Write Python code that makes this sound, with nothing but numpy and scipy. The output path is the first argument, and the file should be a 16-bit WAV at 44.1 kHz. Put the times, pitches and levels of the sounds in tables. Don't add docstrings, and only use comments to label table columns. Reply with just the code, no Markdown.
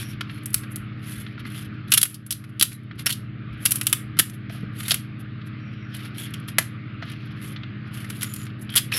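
import sys
import numpy as np
from scipy import signal
from scipy.fft import rfft, irfft
from scipy.io import wavfile
from scipy.ndimage import uniform_filter1d, minimum_filter1d

SR = 44100
rng = np.random.default_rng(int(sys.argv[2]) if len(sys.argv) > 2 else 0)


def to_wav(sig):
    pcm = np.clip(np.atleast_2d(sig), -1, 1) * 32767
    pcm = np.round(pcm).astype(np.int16)
    wavfile.write(sys.argv[1], SR, pcm.T)


def volts_from_decibels(level):
    exponent = np.asarray(level, float) / 20
    return 10 ** exponent


N = 396018


def evened(x):
    return x / np.sqrt(np.mean(x ** 2) + 1e-20)


def peaked(x):
    return x / (abs(x).max() + 1e-20)


def read(points, hz):
    f, value = np.transpose(points)
    return np.interp(np.log(hz + 1), np.log(f + 1), value)


def add(mix, s, sound):
    part = mix[max(round(s * SR), 0):][:len(sound)]
    part += sound[:len(part)]


def noise(points, size, patchy_db):
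    hz = np.fft.rfftfreq(size, 1 / SR)
    a, b, patches = rng.standard_normal((N * 4 // size + 5, len(hz), 3)).T
    patches = uniform_filter1d(patches, size // 100, 0)
    patches = evened(uniform_filter1d(patches, 8, 1))
    level_db = read(points, hz)[:, None] + patchy_db * patches.clip(-2, 2)
    z = (a + 1j * b) * volts_from_decibels(level_db)
    return evened(signal.istft(z, nperseg=size, noverlap=size * 3 // 4)[1][:N])


# time in seconds, change of level in dB.
HISS_HELD_DOWN = [(0, 0), (1.3, -0.5), (1.9, -0.5), (2.1, -4), (2.9, -3.5), (3.3, -5), (3.6, 1.5),
                  (4.4, -2), (4.7, 0.5), (5.1, -2.5), (5.6, 0), (6.5, 0.5), (6.75, -1), (7.0, 1),
                  (8.0, 0.5), (8.55, -1.5), (8.98, 0.5)]


def hushed(air):
    high_pass = signal.butter(2, 650, "high", fs=SR, output="sos")
    upper = signal.sosfiltfilt(high_pass, air)
    change_db = np.interp(np.arange(N) / SR, *np.transpose(HISS_HELD_DOWN))
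    return air + (volts_from_decibels(change_db) - 1) * upper


# frequency in Hz, level in dB.
HUM_TONES = [(68, -60), (102.6, -43.5), (120.7, -38), (137.2, -48.5), (154.3, -45.5), (204.8, -43.5),
             (238.4, -51.5), (306.2, -49), (622, -70), (361.6, -65.5), (410, -65), (457, -71.5)]
# frequency in Hz, density in dB per Hz.
FAN_RUSH = [(30, -51.5), (70, -21), (130, -12.5), (250, -15.5), (330, -21), (460, -33.5), (616, -36),
            (950, -44), (1200, -26), (2500, -31), (4000, -42.5), (4900, -51), (5700, -63.5), (7000, -69.5),
            (9000, -96)]


def appliance():
    t, hum = np.arange(N) / SR, 0
    for hz, db in HUM_TONES:
        drift = uniform_filter1d(rng.standard_normal(N // 100 + 1), 60)
        drift = evened(uniform_filter1d(drift, 60))
        drift = np.interp(t, np.arange(len(drift)) * 100 / SR, drift)
        phase = 2 * np.pi * (hz * t + rng.random()) + 0.4 * drift
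        hum = hum + np.sqrt(2) * volts_from_decibels(db + 0.5 * drift) * np.sin(phase)
    return hum + volts_from_decibels(-41.5) * hushed(noise(FAN_RUSH, size=2048, patchy_db=1.72))


# frequency in Hz, width in Hz, height in dB.
SHEET_MODES = [(1364, 220, 4), (2024, 200, 4), (3250, 260, 5), (4300, 300, 4), (5400, 350, 4.5)]


def ringing(x):
    hz = np.fft.rfftfreq(len(x), 1 / SR)
    lift_db = sum(0.53 * db / (1 + ((hz - f) / width) ** 2) for f, width, db in SHEET_MODES)
    return irfft(rfft(x) * volts_from_decibels(lift_db), len(x))


# frequency in Hz, level in dB.
SKIN_HISS = [(4000, -18), (6000, -7.5), (8500, -7.5), (11000, -5), (13000, -7), (15800, -21)]
# frequency in Hz, level in dB.
CARD_FLEX = [(250, -39.5), (600, -7.5), (1000, -13.5), (1500, -2.5), (3000, 1), (5000, -9.5), (7000, -26),
             (9500, -59)]


def rubbed_card():
    grain = evened(uniform_filter1d(rng.standard_normal(N), 70)).clip(-2.5, 2.5)
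    judder = evened(uniform_filter1d(rng.standard_normal(N), 700)).clip(-2.5, 2.5)
    catches = volts_from_decibels(2.5 * grain + 2.5 * judder)
    hiss = volts_from_decibels(-10.5) * evened(catches * noise(SKIN_HISS, size=256, patchy_db=1.8))
    flex = volts_from_decibels(-1.5) * evened(catches * ringing(noise(CARD_FLEX, size=256, patchy_db=1.8)))
    return hiss, flex, catches


# firmest moment in seconds, press in seconds,
# ease in seconds, hiss in dB, flexing of the card in dB.
FINGER_SLIDES = [(0.0, .01, 0.071, -34.5, -36), (0.116, 0.16, 0.047, -49.5, -46.5),
                 (0.29, 0.028, 0.26, -59, -51.5), (1.1, 0.12, 0.24, -43, -45.5),
                 (1.6, 0.15, 0.074, -44.5, -42), (2.1, .01, 0.08, -38, -46.5), (2.4, .01, 0.58, -64.5, -69),
                 (3.645, 0.093, 0.015, -45, -49), (4.52, 0.029, 0.16, -51, -48.5),
                 (4.8, 0.069, 0.22, -39.5, -43), (5.962, 0.068, 0.18, -55, -43.5),
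                 (6.194, 0.051, 0.12, -40, -39), (6.35, .01, 0.19, -64, -50),
                 (6.48, 0.0052, 0.059, -42, -47), (7.06, .03, 0.33, -63, -48),
                 (7.47, 0.1, 0.098, -41.5, -44), (7.952, 0.042, 0.19, -43, -44.5),
                 (8.15, 0.13, 0.33, -46, -47), (8.4, 0.31, 0.13, -48.5, -51),
                 (8.745, 0.048, 0.014, -48, -45), (8.975, 0.042, .05, -24.5, -38.5),
                 (8.92, 0.0035, .3, -38, -29), (1.2, .12, 0.054, -47.5, -53),
                 (6.06, 0.095, 0.048, -56, -44)]
# firmest moment in seconds, hiss in dB, flexing in dB.
FINGERTIP_BRUSHES = [(0.6, -62.5, -67), (0.722, -41.5, -64), (1.4, -55, -41.5), (1.895, -56.5, -49),
                     (2.5, -49, -60), (3.7, -61, -51), (2.962, -57, -60), (1.1, -63, -65), (7.37, -62, -53),
                     (0.44, -53.5, -60), (3.002, -35, -35), (3.54, -57.5, -50.5), (4.868, -37, -38.5),
                     (5.207, -46, -52.5), (5.471, -53, -57), (5.736, -66.5, -53), (10, -43.5, -47),
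                     (8.624, -42.5, -66), (8.595, -67, -59), (6.25, -47.5, -44), (1.47, -55.5, -45),
                     (1.75, -69, -58), (4.35, -45, -53), (4.74, -58, -54), (2.5, -55.5, -52.5),
                     (5.6, -73, -56), (7.88, -61, -49), (7.26, -58.5, -52), (7.06, -60, -54),
                     (1.612, -43.5, -50), (7.315, -64, -52)]
# firmest moment in seconds, flexing in dB.
NAIL_SCUFFS = [
    (7.022, -43.5),
    (8.7, -46),
    (4.17, -41.5),
    (5.41, -59.5),
    (2.2, -62),
    (7.1, -47),
]


def strokes(hiss, flex):
    rows = [tuple(row) for row in FINGER_SLIDES]
    rows += [(s, 0.025, 0.021, hiss_db, flex_db) for s, hiss_db, flex_db in FINGERTIP_BRUSHES]
    rows += [(s, 0.0047, 0.051, db - 29, db) for s, db in NAIL_SCUFFS]
    s, press, ease, hiss_db, flex_db = np.transpose(rows)[:, :, None]
    t = np.arange(N) / SR
    slow = t[::40]
    away = np.where(slow < s, (s - slow) / abs(press), (slow - s) / abs(ease))
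    lost_db = 30 * away ** 1.66
    hiss_gain = volts_from_decibels((hiss_db - lost_db).max(0))
    flex_gain = volts_from_decibels((flex_db - 0.55 * lost_db).max(0))
    return np.interp(t, slow, hiss_gain) * hiss + np.interp(t, slow, flex_gain) * flex


# start in seconds,
# end in seconds, hiss in dB, song in dB, song frequency in Hz.
EDGE_DRAGS = [(5.934, 6.1, -58, -62, 3600), (6.172, 6.267, -42, -45.5, 3340), (8.69, 8.748, -72, -44, 3200),
              (8.755, 8.79, -32, -29.5, 3456), (8.918, 8.95, -43, -28, 2500),
              (8.927, 9.0, -37, -32.5, 5400), (2.73, 2.773, -45.5, -56, 4000),
              (4.784, 4.82, -46, -50, 3560), (4.838, 4.88, -53, -43.5, 3670),
              (1.06, 1.24, -54.5, -58, 3430), (7.41, 7.53, -60, -61, 3400),
              (1.51, 1.67, -54.5, -58.5, 3200), (8.79, 8.845, -50, -50, 3200),
              (0.0, 0.126, -55, -52.5, 5600), (0.295, 0.405, -62, -62.5, 4200),
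              (1.391, 1.412, -52, -60, 3000), (1.445, 1.5, -56.5, -59.5, 2000),
              (1.872, 1.909, -58.5, -60, 4000), (3.056, 3.079, -30, -25, 5460),
              (3.083, 3.137, -36, -38, 4280), (5.6, 5.93, -80, -70.5, 5560), (8.198, 8.45, -60, -55, 7000),
              (8.335, 8.364, -44, -61, 3200)]


def drags(hiss, catches):
    out = np.zeros(N)
    width_hz, edge_s = 290, 0.0092
    r = np.exp(-np.pi * width_hz / SR)
    rub = catches * rng.standard_normal(N)
    for start, end, hiss_db, song_db, hz in EDGE_DRAGS:
        at = slice(round(start * SR), min(round(end * SR), N))
        t = np.arange(at.start, at.stop) / SR
        resonance = [1, 0, -1, 1, -2 * r * np.cos(2 * np.pi * hz / SR), r * r]
        song = signal.sosfilt([resonance] * 2, rub[at])
        held = (np.minimum(t - start, end - t) / edge_s).clip(0, 1) ** 2
        out[at] += held * (volts_from_decibels(hiss_db) * hiss[at] + volts_from_decibels(song_db) * evened(song))
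    return out


# start in seconds, peak in dB,
# frequency in Hz.
DESK_KNOCKS = [(2.611, -22, 323), (3.064, -26, 660), (3.502, -30.5, 67), (4.172, -26.6, 151.8),
               (4.191, -20.5, 324.6), (4.199, -25, 154.7), (4.501, -31.5, 640), (4.631, -18.5, 174),
               (4.634, -31.5, 424), (2.911, -30, 1600), (4.911, -28.5, 369), (4.916, -24.5, 650),
               (6.5855, -16.5, 633), (6.586, -25, 835), (6.586, -19.5, 1050), (6.589, -23.5, 166),
               (7.025, -28.5, 674), (8.761, -31.5, 397), (8.951, -28.5, 506), (0.12, -36, 66.4),
               (0.55, -35, 62), (0.8, -38, 68), (1.17, -36, 65.4), (2.3, -40, 66), (2.95, -38.5, 63.9),
               (4.05, -40.5, 65.8), (4.62, -38, 62), (3.65, -42, 66), (4.33, -39, 350), (4.55, -38, 700)]


def knocks():
    out, t = np.zeros(N), np.arange(6000) / SR
    for s, db, hz in DESK_KNOCKS:
        cycles = hz * t
        onset = 1 - np.exp(-cycles / 0.5)
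        add(out, s, volts_from_decibels(db - 60 * cycles / 14) * np.sin(2 * np.pi * cycles) * onset)
    return out


def causal(gain_db):
    fold = irfft(gain_db * np.log(10) / 20)
    fold[1:len(fold) // 2] *= 2
    fold[len(fold) // 2 + 1:] = 0
    return np.exp(rfft(fold))


def snap(high_db, low_db, middle_db, ring_hz, length, rise_s):
    chance = rng.standard_normal((2000, 2))
    t = np.arange(len(chance)) / SR
    fade = np.exp(-(t / (0.0066 * np.clip(length, .15, 3))) ** 1.29)
    fibres = 1.03 * peaked(chance[:, 0] * volts_from_decibels(7.3 * np.abs(chance[:, 1])) * fade)
    fibres[1] = 1
    fibres *= np.minimum(t / rise_s, 1)
    z, hz = rfft(fibres, 4096), np.fft.rfftfreq(4096, 1 / SR)
    white_db = -10 * np.log10(uniform_filter1d(abs(z) ** 2, size=45))
    low, middle, high = low_db + 22, middle_db + 19.5, high_db + 12
    card_db = read([(150, low - 36), (400, low - 14), (850, low - 12), (1300, low), (2100, low),
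                    (2900, middle), (4000, middle - 3), (6500, (middle + high) / 2 - 4),
                    (9000, high), (13000, high - 3), (16000, high - 12)], hz)
    ring_db = 5.7 / (1 + ((hz - ring_hz) / 330) ** 2)
    for (mode_hz, width, db), (share, shift) in zip(SHEET_MODES, chance):
        off = (hz - mode_hz * (1 + 0.057 * shift)) / width
        ring_db = ring_db + db * min(abs(share), 1.5) / (1 + off ** 2)
    return irfft(z * causal(white_db + card_db + ring_db))[:len(chance)]


def snaps(rows, length, rise_s=.00002):
    out = np.zeros(N)
    for s, db, bright_db, weight_db, ring_hz in rows:
        add(out, s, snap(db + bright_db, db + weight_db, db, ring_hz, length, rise_s))
    return out


# start in seconds, force in dB, brightness in dB,
# weight in dB, ring of the card in Hz.
CLEAN_BREAKS = [(0.2095, -18, -13.5, 1.5, 3000), (0.4582, -29.5, 13, -5.5, 2070),
                (0.543, -15.5, 10, -10, 2480), (0.7593, -30, 12, -10, 4270), (1.9198, -5, -2.5, -9.5, 2820),
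                (1.9773, -8, 9, -4.5, 3450), (2.0138, -22, 9, -14.5, 3820), (2.03, -6.5, 11, -5.5, 3434),
                (2.3242, -13.5, 4, -14, 3970), (2.5966, -12, 2, -18, 3320), (2.6114, -2.5, -2.5, -10, 3800),
                (2.625, -1.5, 5, -11, 3910), (3.6552, -17, 15, 2.5, 2970), (3.66, -7.5, 2, -9, 2830),
                (3.718, -17.5, 10, -9.5, 4200), (3.8125, -18, 5, -2, 2670), (3.8687, -10, 6.5, -9, 3540),
                (3.928, -10.5, 7, -3, 3300), (4.196, -7, 6.5, -1.5, 3050), (4.9167, -6, -2.5, -9, 3540),
                (4.9431, -18.5, 9, -1, 2760), (6.5842, -4.5, 1, -2, 2016), (8.23, -20.5, 8.5, -2.5, 2060),
                (8.755, -21, 9, -0.5, 3320)]


def cracks():
    return snaps(CLEAN_BREAKS, length=0.74)


# start in seconds, force in dB,
# brightness in dB, ring in Hz.
SHEET_BUCKLES = [(0.2948, -26, -40, 2780), (0.3777, -38, -26, 2210), (0.634, -34, -6.5, 1508),
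                 (1.263, -27.5, -34.5, 3445), (1.3766, -35.5, -37, 1335), (1.393, -41, -12, 1294),
                 (1.451, -31, -21.5, 1540), (2.439, -35, -3, 2190), (2.7167, -29.5, -3, 2400),
                 (2.9102, -30, -55, 1500), (4.169, -35, -4, 1346), (4.4952, -31, -17, 2207),
                 (4.8505, -30.5, -16.5, 3480), (5.414, -34, -54.5, 3300), (5.469, -46.5, 3, 1367),
                 (6.4832, -25, -5, 3250), (7.0236, -26.5, -26, 1725), (7.1167, -33, -4, 2770),
                 (7.5604, -24.5, -33.5, 3710), (7.6325, -28, -35.5, 2900), (8.043, -31, -6.5, 2090),
                 (8.271, -36, -5, 1981), (8.4654, -34.5, -10, 2293), (8.6918, -26.5, -34, 3100),
                 (8.7387, -22, -27, 3200), (8.9194, -19.5, -16, 2510)]


def creaks():
    rows = [(s, db, bright_db, 0.5 - 4 * (hz - 2320) / 1000, hz) for s, db, bright_db, hz in SHEET_BUCKLES]
    return snaps(rows, length=1.2, rise_s=.002)


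# start in seconds, force in dB, brightness in dB, ring in Hz.
EDGE_CATCHES = [(0.432, -46, 6, 2540), (0.503, -48, 16, 1100), (0.53, -42, 17, 1190),
                (0.5389, -36, 0, 3420), (0.5774, -32, 1.5, 2610), (0.5896, -52, 15, 2196),
                (1.9038, -39, 8.5, 2596), (1.9143, -43, 21, 2928), (2.2631, -37, 13.5, 1260),
                (2.7286, -32.5, 5, 4370), (2.9927, -24, -10, 3260), (3.0185, -43, 6, 2002),
                (3.7499, -36, 11.5, 1370), (3.7692, -32, 1.5, 2460), (3.7827, -35, 6.5, 2422),
                (3.8303, -36, 13, 1280), (3.8954, -35, 13.5, 3350), (4.296, -33, 3, 1202),
                (4.8036, -24.5, -4, 1379), (6.1812, -33, -4, 3280), (6.3375, -25, -2, 3100),
                (8.0992, -23, -0.5, 2320), (8.209, -28, 0, 3348), (8.2182, -21, -1.2, 3200),
                (8.2425, -24, -3, 3240), (8.3366, -34, 14, 3240), (8.3605, -30, 6, 2130),
                (8.4147, -35, -4, 2304), (8.7216, -50, 13, 3120), (8.963, -29, -7, 5400)]


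def ticks():
    rows = [(s, db, bright_db, -5, hz) for s, db, bright_db, hz in EDGE_CATCHES]
    return snaps(rows, length=0.89, rise_s=.002)


# start in seconds, force in dB,
# brightness in dB, ring in Hz.
FIBRE_CLICKS = [(1.9218, -10.5, 6, 2600), (1.9858, -20, 5, 4700), (2.0158, -11.5, 9.5, 3800),
                (3.6525, -27.5, 9.5, 3000), (3.7192, -15.5, 10.5, 5700), (4.1905, -12.5, 9.5, 3800),
                (4.193, -15.5, 8, 3100), (4.2005, -14.5, 5.5, 3300), (6.3051, -51, 12, 3000),
                (6.3984, -51.5, 11, 3000), (8.1681, -46, 8, 4500), (8.2973, -48, 12, 3000),
                (8.401, -50, 8, 3000), (8.5932, -61, 16, 3000), (8.6999, -46.5, 12, 3200),
                (2.4926, -56, 11.5, 3000), (2.8323, -56.5, 9, 3000), (7.0519, -56, 8, 4000),
                (7.0978, -49, 10, 4500), (7.2185, -54, -2, 5000), (5.9464, -41, 11, 2900),
                (5.9645, -40, 8, 4300), (6.0537, -45, 4, 5200), (4.178, -47, 10.5, 3000),
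                (3.857, -42, 12, 3000), (8.092, -48, 8, 4500), (8.4525, -40, 3, 4000),
                (8.645, -57, 11, 3000), (6.568, -64.5, 9, 3000), (6.94, -72.5, 14, 3000),
                (8.7375, -47.5, 18, 3200), (1.5, -51.5, 14, 3000), (3.67, -22, 6, 4500),
                (6.627, -36, 2.5, 4000), (2.6295, -13.5, 4.5, 3900), (8.4, -37, -32, 3200),
                (8.5, -39, -34, 3100), (3.9284, -12, 8, 2800), (0.5432, -19, 11, 4400)]


def clicks():
    faint_db = -38
    sharp = [(s, db, bright_db, -7, hz) for s, db, bright_db, hz in FIBRE_CLICKS if db > faint_db]
    faint = [(s, db, bright_db, -6.5, hz) for s, db, bright_db, hz in FIBRE_CLICKS if db <= faint_db]
    return snaps(sharp, length=.35) + snaps(faint, length=.8, rise_s=.003)


# start in seconds, force in dB, brightness in dB,
# weight in dB, ring of the card in Hz.
FIBRE_TEARS = [(1.924, -7, -4, -12, 2800), (1.9377, -5, 6, -9.5, 2980), (1.972, -26, 12.5, 5, 3950),
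               (1.9744, -9, 5.5, -13.5, 3890), (2.0536, -19.5, 7.5, -2, 2660),
               (2.1436, -25, 5.5, -22, 4640), (2.307, -10.5, 5, -12.5, 3300), (2.627, -22, 12, -19, 3340),
               (3.0602, -15.5, 8.5, 0, 3700), (3.067, -7.5, -2, -9, 2000), (3.0941, -20.5, 3, 2, 2780),
               (3.103, -13.5, 0.5, -9, 3300), (3.1247, -15, 0.7, -27.5, 3560), (3.7084, -24, 16, -12, 2680),
               (3.7575, -24, 14, -7, 3165), (4.1895, -8.5, 4.5, -7, 3240), (4.882, -17.5, 3.5, -6, 2088),
               (4.8966, -21, 6, -6.5, 3919), (4.908, -4, -8, -14.5, 4430), (8.7607, -11.5, 11, -2, 3240),
               (8.7691, -5.5, -10, -21, 3200), (8.7752, -6.5, 1.5, -13, 3250), (8.783, -21, 6, 2, 3250),
               (8.939, -17, -6, -16, 3700)]


def tears():
    return snaps(FIBRE_TEARS, length=1.3)


def hands():
    hiss, flex, catches = rubbed_card()
    rubbing = strokes(hiss, flex) + drags(hiss, catches)
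    breaking = cracks() + creaks() + ticks() + clicks() + tears()
    return rubbing + knocks() + breaking


# frequency in Hz, time to fall 60 dB in seconds.
ROOM_DECAY = [(1500, 0.22), (6000, 0.23), (12000, 0.22)]


def room(x):
    hz, t, z = signal.stft(rng.standard_normal((3, SR // 2)), SR, nperseg=256)
    z = z * volts_from_decibels(-60 * t / read(ROOM_DECAY, hz)[:, None])
    tails = signal.istft(z, SR, nperseg=256)[1]
    tails[:, :round(.006 * SR)] = 0
    turn = 2 * np.pi * (np.arange(N) / SR * 17 + np.arange(3)[:, None] / 3)
    shares = np.sqrt(2 / 3) * np.cos(turn)
    tails = tails / np.linalg.norm(tails[0])
    return signal.fftconvolve(x * abs(shares), tails, axes=1)[:, :N].sum(0)


def scene():
    near = hands()
    desk = volts_from_decibels(-15.0) * np.r_[np.zeros(round(.0043 * SR)), near][:N]
    return (near + desk + volts_from_decibels(-13.5) * room(near) + appliance())[None]


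# frequency in Hz, width in Hz, height in dB.
MICROPHONE_PORT = (11020, 1140, 13.5)


def microphone(x):
    hz, width, db = MICROPHONE_PORT
    r = np.exp(-np.pi * width / SR)
    port = signal.lfilter([1 - r, 0, r - 1], [1, -2 * r * np.cos(2 * np.pi * hz / SR), r * r], x)
    return x + (volts_from_decibels(db) - 1) * port


def gain_control(x):
    pole = 1 / (.12 * SR)
    power = signal.lfilter([pole], [1, pole - 1], x[0] ** 2)
    power_db = 10 * np.log10(abs(power) + 1e-12)
    fall = np.arange(N) * 6.16 / SR
    held_db = np.maximum.accumulate(power_db + fall) - fall
    over_db = np.maximum(held_db + 21, 0)
    return x / volts_from_decibels(1.3 * uniform_filter1d(over_db, 2000, origin=999))


def gate(x, floor_db, depth_db, span_db):
    hz, t, z = signal.stft(x, SR, nperseg=512, noverlap=384)
    power = uniform_filter1d(abs(z) ** 2, size=17, axis=1)
    power = uniform_filter1d(power, size=5, axis=2)
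    level_db = 10 * np.log10(power.clip(1e-16))
    recent_db = -minimum_filter1d(-level_db, size=81, axis=2, origin=40)
    under_db = np.maximum(floor_db, recent_db - span_db) - level_db
    treble = np.clip((hz[:, None] - 4500) / 3000, 0, 1)
    shut = np.clip(under_db / 19.0, 0, 1) * treble
    z *= volts_from_decibels(-depth_db * shut) * (hz[:, None] < 15900)
    return signal.istft(z, SR, nperseg=512, noverlap=384)[1][:, :N]


def band_limit(x):
    return signal.sosfilt(signal.butter(12, 16470, fs=SR, output="sos"), x)


def record(dry):
    x = gain_control(microphone(dry))
    x = gate(x, floor_db=-73.5, depth_db=9.5, span_db=69.0)
    mix = np.clip(x, -.9, .9)
    return band_limit(mix)


dry = scene()
out = record(dry)
to_wav(out)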